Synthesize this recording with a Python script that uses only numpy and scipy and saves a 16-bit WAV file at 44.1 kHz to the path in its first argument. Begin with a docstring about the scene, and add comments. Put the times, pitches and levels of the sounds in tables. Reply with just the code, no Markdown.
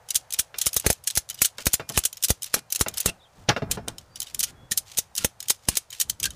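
"""Ratchet strap in a parked car

A steel buckle is cranked just above the carpet, close to a phone microphone, with the car door open.
The pawl ticks over the teeth in quick runs and the handle bangs against its stop; the taut webbing
jerks on the spool with dull knocks and rubs between strokes. The cabin adds a short tail.
Far off, through the door: a faint hush, traffic and a bird."""
import sys
import numpy as np
from scipy import signal
from scipy.fft import rfft, irfft, next_fast_len
from scipy.io import wavfile
from scipy.ndimage import uniform_filter1d, map_coordinates

SR = 44100
rng = np.random.default_rng(int(sys.argv[2]) if len(sys.argv) > 2 else 0)


def master(y):
    """Save y as 16-bit WAV."""
    cut = np.clip(np.atleast_2d(y).T, -1, 1)
    pcm = np.round(cut * 32767)  # scale
    wavfile.write(sys.argv[1], SR, pcm.astype(np.int16))


N = 280035
TIME = np.arange(N) / SR
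HIT = TIME[:8192]  # time axis of one hit


def undb(db):
    """Decibels to gain."""
    return 10 ** (np.asarray(db) / 20)


def unit(x):
    """Scale to rms 1."""
    return x / np.sqrt(np.mean(x ** 2))


def burst(x):
    """Scale a hit so that its energy equals 10 ms at rms 1."""
    return x / np.sqrt(np.sum(x ** 2) / (SR / 100))


def fade(t60):
    """Exponential decay, 60 dB down after t60 seconds."""
    return np.exp(-np.log(1000) * HIT / max(t60, 1e-3))


def swell(rise_s):
    """Contact builds up over a short time."""
    return 1 - np.exp(-(HIT / rise_s) ** 2)


def walk(per_s):
    """Smooth random wandering with rms 1."""
    hold = int(SR / per_s)
    steps = np.repeat(rng.standard_normal(N // hold + 1), hold)
    return unit(uniform_filter1d(uniform_filter1d(steps, hold), hold)[:N])


def colour(x, points):
    """Causal filter whose gain follows (Hz, dB) points."""
    hz, db = np.transpose(points)
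    size = 2 * next_fast_len(len(x))
    freqs = np.maximum(np.arange(size // 2 + 1) * SR / size, 1)
    gain = undb(np.interp(np.log(freqs), np.log(hz), db))
    cepstrum = irfft(np.log(gain))
    cepstrum[1:size // 2] *= 2  # fold to minimum phase
    cepstrum[size // 2 + 1:] = 0
    return irfft(rfft(x, size) * np.exp(rfft(cepstrum)))[:len(x)]


def tilted(x, db_per_octave, centre_hz):
    """Tilt the spectrum over two octaves either side of a centre."""
    return colour(x, [(centre_hz / 4, -2 * db_per_octave), (centre_hz * 4, 2 * db_per_octave)])


def band(x, lo_hz, hi_hz):
    """Band-pass."""
    return signal.sosfilt(signal.butter(3, [lo_hz, hi_hz], "band", fs=SR, output="sos"), x)


def add(out, at, sound):
    """Mix a sound in at a time in seconds."""
    start = max(int(at * SR), 0)
    out[start:start + len(sound)] += sound[:max(N - start, 0)]


def ringing(modes, damping):
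    """One complex partial per resonance; damping scales its width and so its decay rate."""
    hz, width, db = np.transpose(modes)[:, :, None]
    return undb(db) * np.exp((2j * np.pi * hz - np.pi * width * damping) * HIT)


def strike(partials, detune):
    """Each blow shares its energy among the partials differently; grip and tension shift their pitch."""
    weights = rng.uniform(0.067, 1, len(partials)) * np.exp(2j * np.pi * rng.random(len(partials)))
    ring = (weights[:, None] * partials).sum(axis=0).imag
    speed = 1 + detune * rng.uniform(-0.91, 1)
    return burst(map_coordinates(ring, [np.arange(len(HIT)) * speed], order=3))


# spectrum of the air outside the car: f/Hz, level/dB
HUSH_TONE = [(25,-9),(60,1.5),(110,5.5),(280,-19),(500,-5),(1200,-7.5),(2500,-19),(5000,-38.5),(9000,-25.5),(15000,-43.5)]
def hush(level_db=-61.5):
    """A faint, steady outdoor hush comes in at the open door."""
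    return undb(level_db) * unit(colour(rng.standard_normal(N), HUSH_TONE))


# distant traffic, heard through the door: t/s, level/dB
TRAFFIC_LEVEL = [(0,-59), (.74,-60), (.92,-67), (1.87,-61), (2.3,-74), (2.95,-57), (3.3,-64.5), (3.66,-55),
                 (4.0,-65), (4.54,-61.5), (5.6,-66), (6.35,-73)]
# its spectrum at the microphone: f/Hz, level/dB
TRAFFIC_TONE = [(200,-43),(500,-6),(800,-2.5),(1100,-12),(1800,-13.5),(4000,-35)]
def traffic():
    """Far traffic swells and fades as a band of noise."""
    level = undb(np.interp(TIME, *np.transpose(TRAFFIC_LEVEL)))
    return level * unit(colour(rng.standard_normal(N), TRAFFIC_TONE))


# a bird outside, far off: t/s, length/s, start f/Hz, end f/Hz, level/dB, waver/share of pitch
WHISTLES = [(3.18,0.11,3780,3190,-61.5,0.048), (4.07,0.29,4670,4630,-64,.004),
            (4.526,0.19,3340,3380,-70,0.0081)]
def bird():
    """Thin whistles glide and waver in the distance."""
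    out = np.zeros(N)
    for at, length, start_hz, end_hz, db, unsteady in WHISTLES:
        count = int(length * SR)
        waver = unsteady * unit(uniform_filter1d(rng.standard_normal(count), size=300))
        hz = np.linspace(start_hz, end_hz, count) * (1 + waver)
        whistle = np.sin(2 * np.pi * np.cumsum(hz) / SR) * signal.windows.tukey(count, .7)
        add(out, at, undb(db) * unit(whistle))
    return out


def cabin(x, early_db=-12, early_t60=0.051, late_db=-25, late_t60=0.18):
    """Close trim and glass return each click at once; carpet and seats keep the tail short."""
    noise = rng.standard_normal((2, len(HIT))) * (HIT > .003)
    early, late = noise[0] * fade(early_t60), noise[1] * fade(late_t60)
    response = undb(early_db) * early / np.linalg.norm(early)
    response += undb(late_db) * late / np.linalg.norm(late)
    return x + signal.fftconvolve(x, band(response, 210, 10300))[:N]


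# hands on the buckle, close to the microphone: t/s, level/dB
JOSTLE = [(0,-64.5), (2.8,-68), (3.05,-50.5), (3.2,-67.5), (3.62,-42.5), (4.0,-54.5), (4.35,-48.5),
          (4.7,-53.5), (5.0,-63), (5.22,-52.5), (5.4,-67), (5.95,-61.5), (6.1,-47), (6.35,-44.5)]
# spectrum of their rumble: f/Hz, level/dB
HANDLING_TONE = [(25,-9),(60,4.5),(110,2),(250,-7.5),(600,-17.5),(1500,-21),(4000,-54)]
def hands(bump_db=4.5, bumps_per_s=24):
    """The hands jostle the buckle with a low, uneven rumble."""
    bumps = rng.standard_normal(N) * undb(bump_db * walk(bumps_per_s))
    return undb(np.interp(TIME, *np.transpose(JOSTLE))) * unit(colour(bumps, HANDLING_TONE))


# slack webbing hauled through the slot in longer pulls: t/s, length/s, level/dB
DRAGS = [(0.548,.14,-40), (0.794,0.17,-42.5), (1.566,0.087,-42.5), (1.68,0.16,-57), (2.928,0.15,-46),
         (3.309,0.18,-66), (4.22,0.13,-52.5), (4.427,0.085,-50), (4.841,0.15,-47), (5.154,0.16,-43.5),
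         (5.89,0.16,-48)]
# spectrum of the rubbing, close up: f/Hz, level/dB
RUB_TONE = [(200,-42),(1000,-12.5),(3000,0.5),(6500,-0.5),(10000,-7.5),(15000,-13.5)]
def webbing_rub(swing_db=-46, rise_s=0.025, slide_db=-44.5, fall_s=0.02, rest_db=-69, grain=0.57):
    """Webbing drags through the slot in small catches; between strokes it barely whispers."""
    rub = np.zeros(N)
    for at, *_ in STOPS:  # ever faster as the handle swings to its stop
        rub += undb(swing_db) * np.exp(-np.abs(TIME - at) / rise_s) * (TIME < at)
    for at, db, *_ in contacts():  # it slides on briefly, more after a firm contact
        add(rub, at, undb(slide_db + 0.14 * (db - FIRM_DB)) * np.exp(-HIT / fall_s))
    for at, length, db in DRAGS:
        add(rub, at, undb(db) * np.hanning(int(length * SR)))
    roughness = unit(uniform_filter1d(rng.standard_normal(N), size=200))
    catches = unit(np.exp(grain * roughness))
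    hiss = unit(colour(rng.standard_normal(N), RUB_TONE))
    return (rub * catches + undb(rest_db)) * hiss


# dry steel grinding at the pivot: t/s, length/s, relative level/dB, squeal f/Hz, squeal over grit/dB
GRINDS = [(1.605,0.016,-47.5,1560,-27), (1.933,0.038,-43,1790,-10), (2.556,0.046,-41,1510,-25),
          (3.062,0.045,-34.5,2720,-3.5), (3.721,0.048,-45,3200,-10.5), (4.448,0.072,-52,1400,-16),
          (4.712,0.0079,-33.5,1870,0), (5.181,0.061,-44.5,1390,-12), (5.704,0.051,-44.5,1550,-25),
          (6.234,0.046,-41.5,1600,1)]
# spectrum of the grit: f/Hz, gain/dB
GRIT_TONE = [(200,13),(600,-6),(1500,2.5),(3300,7.5),(6400,3),(10000,4),(15000,-11.5)]
def pivot():
    """Stick and slip at the dry pivot: dense ticks that excite one squealing resonance."""
    out = np.zeros(N)
    for at, length, db, hz, squeal_db in GRINDS:
        count = int(length * SR)
        slips = rng.standard_normal(count) ** 3 * signal.windows.tukey(count, .5)
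        slips = np.pad(unit(slips), (0, len(HIT)))
        grit, squeal = colour(slips, GRIT_TONE), band(slips, hz * .95, hz * 1.05)
        add(out, at, undb(db) * (grit + undb(squeal_db) * unit(squeal) * grit.std()))
    return out


# resonances of the steel frame under load: f/Hz, width/Hz (not used), level/dB
LOADED_FRAME_MODES = [(1465, 45, 1.5), (2140, 24, -5.5), (2420, 20, 4.5), (2680, 18, -2), (3230, 20, -6.5),
                      (4100, 38, -16.5), (5360, 20, -7)]
def frame(sing_db=-50.5, sing_t60=.28, reference_jerk_db=-22.5):
    """After a jerk of the webbing the lightly held steel sings on for a moment."""
    out, partials = np.zeros(N), ringing(LOADED_FRAME_MODES, damping=0)
    for at, db, brightness in JERKS:
        # a heavy jerk also grips the frame, so the singing grows more slowly; a sharp one sings more
        level_db = sing_db + 0.54 * (db - reference_jerk_db) + 1.2 * brightness
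        add(out, at, undb(level_db) * burst(strike(partials, detune=0.00494) * fade(sing_t60)))
    return out


# taut webbing jerking on the spool: t/s, relative level/dB, brightness/dB per octave
JERKS = [(.542,-34,5.5), (.843,-27.5,1.5), (1.584,-31,3.5), (1.796,-21.5,1.5), (1.895,-25.5,-1),
         (2.561,-26.5,-1), (2.862,-20,2), (3.08,-25.5,-1.5), (3.486,-11,0), (3.494,-7,2.5), (3.563,-15,1.5),
         (3.62,-18,-3), (3.7,-32.5,-4.5), (3.772,-20.5,-2.5), (3.877,-23,-2)]
# resonances of the loaded strap and its anchors: f/Hz, nominal width/Hz, level/dB
STRAP_MODES = [(112.5, 31, 8.5), (664, 12, 5.5), (863, 34, 9), (1268, 11.1, -7.5), (1400, 86, 11.5),
               (1700, 48, 3), (2080, 26, 0.5), (2320, 45, 3), (2794, 32, 5.5), (3070, 60, 2),
               (3670, 19, -5), (4120, 74, -28), (4790, 40, -72.5), (5700, 8.7, -21)]
# spectrum of the strap's dull knock: f/Hz, level/dB
STRAP_TONE = [(50,-40.5),(110,0),(250,-1),(500,0.5),(900,-7.5),(1600,-8),(3000,-23),(5000,-21),(9000,-43)]
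def webbing_jerks(ring_db=-4, body_t60=0.087, boom_t60=0.22, boom_db=-12, gain_db=-9, settle_s=.01):
    """Each slip of the loaded strap plucks it and shakes the floor it is hooked to."""
    out, partials = np.zeros(N), ringing(STRAP_MODES, damping=1.46)
    # after each jerk the coil settles with a softer, duller slip
    settles = [(at + settle_s, db - 11, brightness - 0.5) for at, db, brightness in JERKS]
    for at, db, brightness in JERKS + settles:
        noise = rng.standard_normal((2, len(HIT)))
        body = burst(colour(noise[0] * fade(body_t60), STRAP_TONE))
        boom = burst(band(noise[1] * fade(boom_t60), 73, 215))
        ring = strike(partials, detune=.035)
        pluck = (body + undb(ring_db) * ring + undb(boom_db) * boom) * swell(rise_s=0.00077)
        add(out, at, undb(db + gain_db) * tilted(pluck, brightness, centre_hz=650))
    return out


# the handle meets its stop, just above the carpet:
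# t/s, relative level/dB, bass share/dB, hardness/dB per octave
STOPS = [(0.157,-31,-16,7), (0.393,-20.5,-21.5,6), (0.666,-18.5,-18,2.5), (.765,-19.5,-17,3),
         (0.864,-6.5,-16,0), (.901,-9,-19.5,-0.5), (1.173,-18.5,-12.5,3.5), (1.417,-13,-26,2.5),
         (1.667,-10,-15,1), (1.739,-20.5,-19,1.5), (1.975,-8,-15.5,2), (2.052,-26.5,-23,5.5),
         (2.303,-13.5,-7.5,2), (2.541,-10.5,-39,2.5), (2.81,-11,-15.5,0), (3.059,-12.5,-18,-1.5),
         (4.985,-25,-21.5,-2), (5.246,-10.5,-22,0), (5.503,-17,-39,2), (5.686,-13.5,-15,-0.5),
         (5.77,-21,-44,3)]
# spectrum of the clack: f/Hz, level/dB
CLACK_TONE = [(60,-5),(150,1.5),(270,-3),(450,2),(700,-3.5),(1000,-8),(1600,-7),(3000,-10.5),(6000,-54)]
def handle_stops(thump_hz=58, thump_t60=0.04, thump_db=3.5, rattle_t60=0.01, rattle_db=-4,
                 clack_db=-11, load_db=-18, load_t60=.06, slack_s=0.00125):
    """The strap loads up, then the handle stops dead: a crack, a rattle, a damped swing of the buckle."""
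    out = np.zeros(N)
    swing = np.cos(2 * np.pi * thump_hz * HIT + 0.15) * fade(thump_t60) * swell(rise_s=0.00021)
    swing = burst(signal.sosfilt(signal.butter(2, 36, "high", fs=SR, output="sos"), swing))
    crack = burst(colour(1. * (HIT == 0), CLACK_TONE))
    for at, db, bass, hardness in STOPS:
        noise = rng.standard_normal((2, len(HIT)))
        rattle = burst(band(colour(noise[0] * fade(rattle_t60), CLACK_TONE), 232, 7600))
        clack = burst(tilted(crack + undb(rattle_db) * rattle, hardness, centre_hz=726))
        strain = burst(colour(noise[1] * fade(load_t60), STRAP_TONE))[2047::-1]  # reversed, so it grows
        # the full weight lands once the play in the pivot is taken up
        add(out, at + slack_s, undb(db) * (undb(clack_db) * clack + undb(bass + thump_db) * swing))
        add(out, at - len(strain) / SR, undb(db + bass + load_db) * strain)
    return out


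FIRM_DB = -9  # level of a firm contact
# the pawl drops over a tooth or the loose handle clicks: t/s, relative level/dB, brightness/dB
CLICKS = [(0.0872,-30.5,0), (.104,-14.5,1), (0.1444,-20,2), (.152,-12.5,-1), (0.3052,-26,-1.5),
          (0.3234,-20,0), (0.3351,-17.5,5), (0.3423,-20.5,-5), (0.3875,-14,2), (0.5842,-18,5),
          (0.613,-10,1), (0.6586,-17,5), (.73,-20.5,1), (0.741,-23,7), (.797,-21,5), (0.927,-21,5.5),
          (1.038,-34.5,4), (1.072,-10,2), (1.1007,-21.5,-5.5), (1.1072,-22,0), (1.1527,-19,3),
          (1.161,-18,1), (1.2892,-28.5,-2), (1.2985,-20.5,1.5), (1.3062,-25,-7), (1.3431,-31,2),
          (1.388,-31,-8), (1.4178,-8,7), (1.437,-27,-8), (1.4454,-7.5,-1), (1.4542,-12.5,6),
          (1.582,-25.5,-6.5), (1.6556,-18,4.5), (1.7318,-10,5), (1.8901,-21.5,-1), (1.8963,-22.5,0),
          (1.92,-31,-2), (1.959,-26,-9), (1.9674,-22,0), (1.9884,-19,10.5), (2.0371,-20,-3.5),
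          (2.1278,-26.5,1.5), (2.17,-28,-3), (2.2251,-20,2), (2.2354,-9.5,2), (2.244,-11,3), (2.2833,-18,2),
          (2.2934,-16,0), (2.4208,-24,0), (2.4301,-19.5,3), (2.4418,-21,-1), (2.46,-33.5,6), (2.702,-29,0),
          (2.7225,-12.5,3.5), (2.7483,-20,1), (2.7568,-13.5,0.5), (2.7924,-25,2), (2.801,-19,4),
          (2.8825,-17,0.5), (2.9397,-29,2), (2.9716,-24,7), (2.979,-16.5,3), (3.0015,-16,4), (3.007,-19,6),
          (3.489,-15.5,-16.5), (3.7113,-10,0.5), (3.8813,-18.5,-2.5), (3.982,-27,-4.5), (4.157,-26,-3),
          (4.2017,-18.5,3), (4.217,-21.5,-2), (4.2276,-25,2), (4.2689,-34.5,-9), (4.345,-18.5,0.5),
          (4.3918,-16.5,5), (4.4,-20.5,9), (4.4041,-13.5,-0.5), (4.4284,-13.5,1), (4.435,-10.5,0),
          (4.7112,-20.5,-0.5), (4.7164,-9,-0.5), (4.774,-9.5,5), (4.9713,-19,1), (4.977,-16.5,4),
          (5.152,-25,3), (5.1623,-23.5,4.5), (5.173,-23,-1), (5.1778,-12,0), (5.4028,-22.5,-0.5),
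          (5.4262,-26.5,-2), (5.483,-18,1), (5.4965,-9.5,1), (5.5045,-19,-2), (5.753,-21,-1),
          (5.903,-29.5,-1), (5.9264,-28,-6), (5.9991,-11.5,2), (6.01,-8.5,1.5), (6.0964,-12,2),
          (6.1993,-22,1), (6.2287,-14.5,0), (6.2383,-12.5,-4), (6.2534,-12,-4), (6.3042,-27.5,-2.5)]
def contacts(firm_t60=0.046, clash_db=-7.5, clash_bright_db=3, clash_lead_s=0.001191, clash_t60=0.041):
    """Every contact of steel on steel: t/s, relative level/dB, brightness/dB, nominal t60/s."""
    # the lighter the click, the sooner it dies
    clicks = [(at, db, bright, firm_t60 * 2 ** (0.2 * (db - FIRM_DB))) for at, db, bright in CLICKS]
    # every stop clashes alike, just ahead of its knock
    clashes = [(at - clash_lead_s, clash_db, clash_bright_db, clash_t60) for at, *_ in STOPS]
    return clicks + clashes


# resonances of the steel frame: f/Hz, nominal width/Hz, level/dB
FRAME_MODES = [(3035, 86, -4), (3815, 190, 1.5), (5180, 437, 23.5), (5990, 130, 2), (6670, 79, -5.5),
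               (8200, 280, 12), (10260, 340, 14), (10870, 160, 5.5), (13120, 220, 13), (14300, 180, 11)]
# spectrum of a steel click, close to the microphone: f/Hz, relative level/dB
STEEL_TONE = [(300,-8.5),(800,-27.5),(1400,-8),(2200,-7),(3300,3),(4800,4.5),(6400,14.5),(9000,5.5),(11000,-2),(12200,-5.5),(13600,-6),(15200,-5.5)]
def pawl(low_db=-16.5, middle_db=-9, top_db=-13, ring_db=-5, snap_db=-3, snap_t60=0.0037, rise_s=0.0019,
         chatter=0.19, ride_db=-25, ride_t60=0.029, patchy_db=2, t60_halvings_per_s=0.053):
    """The pawl scrapes up a tooth and snaps down: a chattering wash of dense modes and a ringing frame."""
    out, partials = np.zeros(N), ringing(FRAME_MODES, damping=0.87)
    hz = np.geomspace(300, 16000, 56)
    steel_hz, steel_db = np.transpose(STEEL_TONE)
    steel = np.interp(np.log(hz), np.log(steel_hz), steel_db)
    for at, db, bright, nominal_t60 in contacts():
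        noise, rattle, scrape = rng.standard_normal((3, len(HIT)))
        # the pull of the strap damps the steel as it tightens
        t60 = nominal_t60 / 2 ** (t60_halvings_per_s * (at - TIME[-1] / 2))
        # the loose parts rebound many times within the first milliseconds
        rebounds = np.exp(chatter * unit(uniform_filter1d(rattle, size=40)))
        # a light contact scuffs: slower attack, less snap and ring
        below_firm_db = max(FIRM_DB - db, 0)
        crisp, attack_s = undb(-0.18 * below_firm_db), rise_s * 2 ** (.04 * below_firm_db)
        decay = burst(fade(t60)) + crisp * undb(snap_db) * burst(fade(snap_t60))
        wash = burst(noise * rebounds * decay)
        ring = strike(partials, detune=.035)
        snap = burst((wash + crisp * undb(ring_db) * ring) * swell(attack_s))[:4096]
        # the scrape grows until the pawl drops
        ride = undb(ride_db) * burst(scrape * fade(ride_t60))[1023::-1]
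        # where the blow lands favours some modes; a sharp contact trades low for top
        tone = np.column_stack([hz, steel + patchy_db * rng.standard_normal(len(hz))])
        click = colour(np.concatenate([ride, snap]), tone)
        shares = [(400, 4000, low_db - bright), (4000, 10000, middle_db), (10000, 17000, top_db + bright)]
        click = sum(undb(share) * burst(band(click, lo, hi)) for lo, hi, share in shares)
        add(out, at - len(ride) / SR, undb(db) * click)
    return out


def scene():
    """One microphone in the cabin: the buckle close by, the outdoors far off through the open door."""
    buckle = pawl() + handle_stops() + webbing_jerks() + frame() + pivot()
    return (cabin(buckle + bird()) + webbing_rub() + hands() + traffic() + hush())[None]


def record(dry):
    """The phone rounds the loudest peaks and cuts the top."""
    ceiling, top_hz = .7, 15350
    rounded = ceiling * np.tanh(dry / ceiling)
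    return signal.sosfilt(signal.ellip(10, .2, 70, top_hz, fs=SR, output="sos"), rounded)


dry = scene()
out = record(dry)
master(out)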